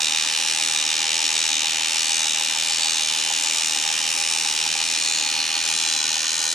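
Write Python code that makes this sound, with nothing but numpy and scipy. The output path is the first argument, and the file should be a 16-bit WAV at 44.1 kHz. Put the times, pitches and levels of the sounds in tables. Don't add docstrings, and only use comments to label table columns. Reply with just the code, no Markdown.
import sys
import numpy as np
from scipy import signal
from scipy.fft import rfft, irfft, next_fast_len
from scipy.io import wavfile
from scipy.ndimage import uniform_filter1d

SR = 44100
rng = np.random.default_rng(int(sys.argv[2]) if len(sys.argv) > 2 else 0)


def dump_mix(stems):
    frames = np.atleast_2d(stems).T
    limited = np.clip(frames, -1, 1)
    pcm = np.round(limited * 32767).astype(np.int16)
    wavfile.write(sys.argv[1], SR, pcm)


N = 288414
TIME = np.arange(N) / SR
SIZE = 2 * next_fast_len(N // 2 + SR // 10)
HZ = np.maximum(np.arange(SIZE // 2 + 1) * SR / SIZE, 1)

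# t/s, drum teeth per second before drag
PACE = [(0, 79.41), (3.63, 80.01), (3.65, 79.22), (4.25, 80.22), (6.17, 79.66), (6.54, 80.38)]
DRUM_DRAG = [(0.083, -3.85), (0.179, -1.32), (0.523, 0.49), (0.58, 3.89), (0.632, 0.67), (0.971, 0.84)]
TEETH_PER_DRUM_TURN, TEETH_PER_WHEEL_TURN, TEETH_PER_MOTOR_TURN = 59, 12, 1.083

# f/Hz, relative level/dB
GEARBOX_SPECTRUM = [(25, -13.5), (55, -23.5), (100, -16.5), (250, -24.5), (700, -14), (1200, -6),
                    (2000, -1), (5000, -6.5), (9000, -41), (15000, -37)]
# f/Hz, width/Hz, gain/dB
GEARBOX_MODES = [(125,16,2.5), (161.5,58,9.5), (245.5,76,12), (284.4,24,8.5), (326,124,13), (408.6,40,9.5),
                 (485,23,7.5), (547,75,11), (626.4,24,10.5), (675,30,-3.5), (812,100,10.5), (905,75,8),
                 (1018,55,6.5), (1105,56,-6), (1174,110,9)]
# f/Hz, width/Hz, gain/dB
COVER_MODES = [(1466, 110, 11.5), (1830, 120, 8.5), (2070, 98, -10), (2650, 270, -3.5), (3100, 120, 5),
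               (3680, 170, -16), (4000, 300, 3), (4520, 160, -8), (4810, 230, 4), (5460, 260, -4),
               (5900, 120, -1), (6600, 430, 5)]
# t/s, share/0-1
COVER_SHARE = [(0, 0.0014), (5.2, 0), (6.1, 0.54), (6.54, 1)]

# multiple of the tooth rate, level/dB
HUM_PARTIALS = [(1, -77), (2, -61), (3, -72), (4, -65), (5, -68), (6, -67), (7, -61.5), (8, -68)]
# multiple of the motor rate, level/dB
WHINE_PARTIALS = [(10, -66.5), (11, -45), (12, -49.5), (13, -57.5), (14, -55.5)]
# turn/0-1, relative whine level/dB
WHEEL_TIGHTNESS = [(.0, 8), (.05, 2), (.2, -1.5), (.35, -2.5), (.43, -5.5), (.54, .5), (.61, 7), (.68, 3.5),
                   (.76, 2), (.86, 2), (.9, 6.5)]
# t/s, extra whine level/dB
BINDS = [(2.195, 4), (2.254, 1), (3.311, 5.5), (3.71, 3.5), (3.866, 5), (4.461, 3), (5.369, 4.5)]
BIND_S = 0.057

# turn/0-1, spread of tooth timing/s
SPACING_ERROR = [(.04, .0005), (.13, .0001), (.42, .0001), (.55, .0002), (.64, .00055), (.74, .00015),
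                 (.93, .00015)]
FIRST_TOOTH = 0.315
BACKLASH_S = 0.00011
# t/ms, relative knock level/dB, relative fine scrape level/dB
CONTACT = [(0, -10, -4), (.7, -4, 0), (1.8, -3.5, .5), (2.8, 1.7, 1), (3.8, -5, -1), (5.4, -5, -11),
           (8, -12.5, -14), (12, -14.5, -20), (20, -14, -21)]
EVENNESS = 0.36
GRAIN_MEMORY_TEETH, WEAR_SPAN_TEETH = 110, 3
WEAR_SHARE, FRESH_SHARE = 0.29, 0.16

# f/Hz, relative level/dB
FRAME_SPECTRUM = [(400, -28.5), (800, -16), (1300, -7.5), (1800, -2), (2200, 1), (3000, 3.5), (5000, 0),
                  (6500, -3.5), (8500, 0), (10200, -5), (10900, -15.5), (13000, -21.5), (15600, -39.5)]
# f/Hz, width/Hz, gain/dB
FRAME_MODES = [(2385,80,7.5), (2470,150,6.2), (2716,105,5.6), (2866,135,7.4), (3050,130,4.7),
               (3560,400,5.9), (3700,136,4), (3880,170,4.5), (4077,90,7.8), (4431,330,4.2), (4843,165,4.7),
               (5300,305,6.3), (5545,160,7.5), (5880,400,8.9), (6275,130,5), (6530,345,9.3), (6925,265,8.2),
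               (7447,265,3.8), (7980,240,6.2), (8244,260,5), (9717,110,3.7), (11280,400,5.3),
               (14720,330,7.3)]
# middle t/s, length/s, f/Hz, width/Hz, gain/dB
PASSING_RINGS = [(3.56, 1.2, 7000, 90, 7), (5.27, 1.3, 4340, 50, 14), (5.15, 1.4, 4085, 55, 7),
                 (5.2, 1.4, 4215, 130, -6), (5.9, 0.6, 3350, 88, 8.5), (5.16, 0.5, 6850, 200, 9),
                 (5.1, .3, 7400, 150, 8), (5.95, .6, 3985, 120, 8), (5.8, 0.55, 7280, 130, 9),
                 (5.9, 0.55, 8620, 170, 8), (5.72, .3, 9520, 170, 10), (3.12, 0.57, 9700, 170, 6.5),
                 (2.85, .6, 4500, 100, 5), (5.65, 1.7, 7950, 600, -6), (1.7, 4, 5700, 130, -2),
                 (2.9, 1, 5850, 260, -7), (4.2, 1.9, 3450, 190, -11), (3.9, 1.2, 4340, 500, -4),
                 (.1, .8, 9720, 220, -9), (5.4, 1.4, 2400, 160, -3)]
# from t/s, until t/s, middle turn/0-1, length/turns, f/Hz, width/Hz, gain/dB
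TURN_RINGS = [(0, 2.9, 0.08, 0.71, 3750, 250, 6), (1.9, 3.2, 0.74, 0.67, 4500, 140, 7.5),
              (1.5, 3.3, .98, 0.62, 6270, 130, 7.5), (2.5, 4, 0.78, 0.8, 7620, 220, 6.5),
              (0.5, 2.6, 0.38, 0.47, 7600, 230, -8), (5, 6.7, 0.38, 0.53, 7500, 350, -7),
              (0.7, 2.95, 0.9, 0.53, 8000, 350, 3.5), (3, 5, 0.3, 0.7, 3080, 150, 3.5),
              (-0.5, 5.4, .96, 0.38, 3110, 160, -9), (0, 2.3, 0.64, 0.35, 5620, 400, 4.5),
              (0.5, 3.4, 0.29, .7, 9150, 700, -8), (3.3, 5.2, 0.75, .7, 9000, 600, 4.5),
              (2, 5.2, 0.61, 0.23, 10400, 900, 5.5)]
RASP_SPLITS_HZ = [3300, 4750, 7300]
# t/s, then level/dB below 3.3 kHz, at 3.3-4.75 kHz, at 4.75-7.3 kHz and above
RASP_LEVELS = [(0.0, -28.5, -27.5, -27, -33), (0.5, -29, -29.5, -28, -33), (1.0, -29, -29, -27, -33),
               (1.5, -28.5, -28.5, -26.5, -33.5), (1.75, -29, -29.5, -28.5, -33.5),
               (2.15, -28.5, -29.5, -26.5, -32), (2.55, -30, -29.5, -28.5, -32.5),
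               (2.9, -29.5, -28, -27.5, -33), (3.3, -29.5, -30.5, -27.5, -32.5),
               (4.3, -29.5, -31.5, -27.5, -32.5), (5.05, -30, -29, -27.5, -33.5),
               (5.5, -29.5, -29, -29.5, -36), (5.75, -29.5, -29.5, -27.5, -33.5),
               (6.15, -31, -29.5, -26.5, -34), (6.54, -34, -30, -28, -33.5)]
# swing/dB, loudest at turn/0-1
DRUM_SWELL = [(0.53, 0.46), (0.5, 1), (.5, 0.85), (1.0, 0.83)]

# f/Hz, relative level/dB
HISS_SPECTRUM = [(3000, -17), (8000, 4), (11300, 1), (13000, -7), (14200, -10), (14750, -7), (15600, -16)]

# f/Hz, left minus right level/dB
PAN = [(60, -1), (110, -6), (200, -9), (380, -10), (700, -9), (1290, -6), (2380, -1), (4400, -0.5),
       (8120, 2), (15000, 0)]
# f/Hz, level/dB
DIFFUSE = [(40, 2), (70, 5), (130, -1.5), (300, -5), (800, -4), (1400, -7.5), (3000, -13), (6000, -8.5),
           (8000, -6.5), (10200, -5), (11500, -13), (14000, -49)]
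# f/Hz, lead/rad
LEAD = [(100, 0.18), (1400, 0.5), (4000, 0.52), (7800, 0.033), (9500, 0), (15000, 0)]
CUTOFF_HZ = 15800


def from_db(db):
    return 10 ** (np.asarray(db) / 20)


def rms_one(x):
    return x / np.sqrt(np.mean(x ** 2) + 1e-20)


def in_time(rows):
    seconds, *columns = np.transpose(rows)
    return [np.interp(TIME, seconds, column) for column in columns]


def around_turn(turns, rows):
    return np.interp(turns, *np.transpose(rows), period=1)


def at_hz(points):
    hz, value = np.transpose(points)
    return np.interp(np.log(HZ), np.log(hz), value)


def filtered(x, response):
    return irfft(rfft(x, SIZE) * response, SIZE)[..., :N]


def body(modes, base_db=0):
    db = base_db + sum(gain / (1 + (2 * (HZ - hz) / width) ** 2) for hz, width, gain in modes)
    cepstrum = irfft(np.log(from_db(db)), SIZE)
    cepstrum[1:SIZE // 2] *= 2
    return np.exp(rfft(cepstrum[:SIZE // 2], SIZE))


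def drift(rate):
    return rms_one(filtered(rng.standard_normal(SIZE), 1 / (1 + (HZ / rate) ** 2)))


def swell(offset, length):
    return np.cos(np.pi * np.clip(offset / length, -.5, .5)) ** 2


def tones(turns, partials, waver, waver_hz):
    out = 0
    for order, db in partials:
        angle = 2 * np.pi * order * turns
        in_phase = (1 + waver * drift(waver_hz)) * np.cos(angle)
        quadrature = waver * drift(waver_hz) * np.sin(angle)
        out = out + from_db(db) * (in_phase + quadrature)
    return out * np.sqrt(2 / (1 + 2 * waver ** 2))


def stereo(direct, diffuse):
    side = filtered(diffuse, from_db(at_hz(DIFFUSE)))
    half = from_db(at_hz(PAN) / 2) * np.exp(.5j * at_hz(LEAD))
    ports = np.array([half, 1 / half])
    return filtered(np.array([direct + side, direct - side]), ports / abs(ports.mean(axis=0)))


def gear_train(slip=0.001476, slip_hz=2):
    pace, = in_time(PACE)
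    drum = np.cumsum(pace) / SR / TEETH_PER_DRUM_TURN
    drag = around_turn(drum, DRUM_DRAG) / 100
    teeth = np.cumsum(pace * (1 + drag)) / SR
    motor = np.cumsum(pace * (1 + slip * drift(slip_hz))) / SR / TEETH_PER_MOTOR_TURN
    return drum, teeth, motor


def through_cover(sound, share):
    return (1 - share) * sound + share * filtered(sound, body(COVER_MODES))


def gearbox_rumble(level_db=-37.5):
    noise = rng.standard_normal((2, N))
    return from_db(level_db) * rms_one(filtered(noise, body(GEARBOX_MODES, at_hz(GEARBOX_SPECTRUM))))


def drum_gear_hum(teeth):
    return tones(teeth, HUM_PARTIALS, waver=0.053, waver_hz=5.5)


def wheel_throb(wheel, uneven_db=0.4):
    tight_db = around_turn(wheel, WHEEL_TIGHTNESS) + uneven_db * drift(16)
    bind_db = sum(db * swell(TIME - seconds, BIND_S) for seconds, db in BINDS)
    return rms_one(from_db(tight_db + bind_db))


def pinion_whine(wheel, motor, knock_db=-47.5, knock_hz=835, knock_width_hz=130, knocks_per_s=190):
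    throb = wheel_throb(wheel)
    housing = 1 / (1 + 2j * (HZ - knock_hz) / knock_width_hz) ** 1.6
    whine = throb * tones(motor, WHINE_PARTIALS, waver=0.12, waver_hz=25)
    song = filtered(whine, housing / abs(housing))
    knocks = throb * (rng.random(N) < knocks_per_s / SR) * rng.choice([-1, 1], N)
    return song + from_db(knock_db) * rms_one(filtered(knocks, housing))


def tooth_grain(count):
    kept, fresh = rng.standard_normal((2, count, SR // 50))
    hold = np.exp(-1 / GRAIN_MEMORY_TEETH)
    for k in range(1, count):
        kept[k] = hold * kept[k - 1] + np.sqrt(1 - hold ** 2) * kept[k]
    wear = rng.standard_normal((TEETH_PER_DRUM_TURN, kept.shape[1]))
    wear = rms_one(uniform_filter1d(wear, WEAR_SPAN_TEETH, axis=0, mode="wrap"))
    wear = wear[np.arange(count) % TEETH_PER_DRUM_TURN]
    lasting = np.sqrt(1 - WEAR_SHARE - FRESH_SHARE) * kept
    return lasting + np.sqrt(WEAR_SHARE) * wear + np.sqrt(FRESH_SHARE) * fresh


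def scrapes(starts, strengths, grain, force_db):
    length = grain.shape[1]
    burst_ms = np.arange(length) * 1000 / SR
    force = from_db(np.interp(burst_ms, np.transpose(CONTACT)[0], force_db))
    spectra = rfft(grain * force)
    bursts = irfft(spectra / abs(spectra) ** EVENNESS, length)
    bursts = bursts * force / np.sqrt(uniform_filter1d(np.mean(bursts ** 2, axis=0), size=15))
    out = np.zeros(N + length)
    for at, strength, burst in zip(starts, strengths, bursts):
        out[at:at + length] += strength * rms_one(burst)
    return out[:N]


def tooth_force(starts, strengths, scrape_above_hz=6100):
    grain = tooth_grain(len(starts))
    knock, scrape = [scrapes(starts, strengths, grain, db) for db in np.transpose(CONTACT)[1:]]
    return scrape + filtered(knock - scrape, 1 / (1 + (HZ / scrape_above_hz) ** 8))


def tooth_contacts(teeth, drum, uneven_db=0.45):
    due = np.interp(np.arange(int(teeth[-1])) + FIRST_TOOTH, teeth, TIME)
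    which_tooth = np.arange(len(due)) % TEETH_PER_DRUM_TURN
    offset, hardness = rng.standard_normal((TEETH_PER_DRUM_TURN, 2))[which_tooth].T
    spacing_s = around_turn(np.interp(due, TIME, drum), SPACING_ERROR)
    late_s = spacing_s * offset + BACKLASH_S * rng.standard_normal(len(due))
    starts = np.clip((due + late_s) * SR, 0, N - 1).astype(int)
    return starts, from_db(uneven_db * hardness)


def swelling_rings(ringing, drum):
    swells = [(swell(TIME - middle, length), *ring) for middle, length, *ring in PASSING_RINGS]
    for start, end, middle, length, *ring in TURN_RINGS:
        active = uniform_filter1d(((TIME > start) & (TIME < end)) * 1.0, SR // 5)
        turns_away = (drum - middle + .5) % 1 - .5
        swells.append((active * swell(turns_away, length), *ring))
    change = 0
    for share, hz, width, db in swells:
        resonance = signal.lfilter(*signal.iirpeak(hz, hz / width, fs=SR), ringing)
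        change = change + (from_db(db) - 1) * share * resonance
    return ringing + change


def rasp_levels(ringing, drum):
    below = [1 / (1 + (HZ / hz) ** 24) for hz in RASP_SPLITS_HZ]
    bands = np.diff(below, axis=0, prepend=0, append=1)
    out = 0
    for band, db, (swing_db, loudest) in zip(bands, in_time(RASP_LEVELS), DRUM_SWELL):
        part = filtered(ringing, band)
        power = uniform_filter1d(part[0] ** 2, SR // 5)
        swell_db = swing_db * np.cos(2 * np.pi * (drum - loudest))
        out = out + from_db(db + swell_db) * part / np.sqrt(power)
    return out


def tooth_rasp(teeth, drum, cover):
    starts, strengths = tooth_contacts(teeth, drum)
    force = np.array([tooth_force(starts, strengths) for path in ("direct", "diffuse")])
    ringing = filtered(force, body(FRAME_MODES, at_hz(FRAME_SPECTRUM)))
    ringing = through_cover(swelling_rings(ringing, drum), cover)
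    return stereo(*rasp_levels(ringing, drum))


def high_hiss(level_db=-48.5, flicker_db=2.5):
    hiss = rms_one(filtered(rng.standard_normal(N), from_db(at_hz(HISS_SPECTRUM))))
    return from_db(level_db + flicker_db * drift(20)) * hiss


def scene(shade_db=-3.5, rumble_cover=.85):
    drum, teeth, motor = gear_train()
    cover, = in_time(COVER_SHARE)
    rumble, diffuse = gearbox_rumble()
    rumble = through_cover(rumble, rumble_cover * cover)
    hum = drum_gear_hum(teeth)
    wheel = drum * TEETH_PER_DRUM_TURN / TEETH_PER_WHEEL_TURN
    whine = pinion_whine(wheel, motor) * from_db(shade_db * cover)
    rasp = tooth_rasp(teeth, drum, cover)
    return rasp + stereo(rumble + hum + whine, diffuse) + high_hiss()


def record(dry, ceiling=0.5):
    rounded = dry / (1 + (dry / ceiling) ** 6) ** (1 / 6)
    return filtered(rounded, 1 / np.sqrt(1 + (HZ / CUTOFF_HZ) ** 300))


dry = scene()
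out = record(dry)
dump_mix(out)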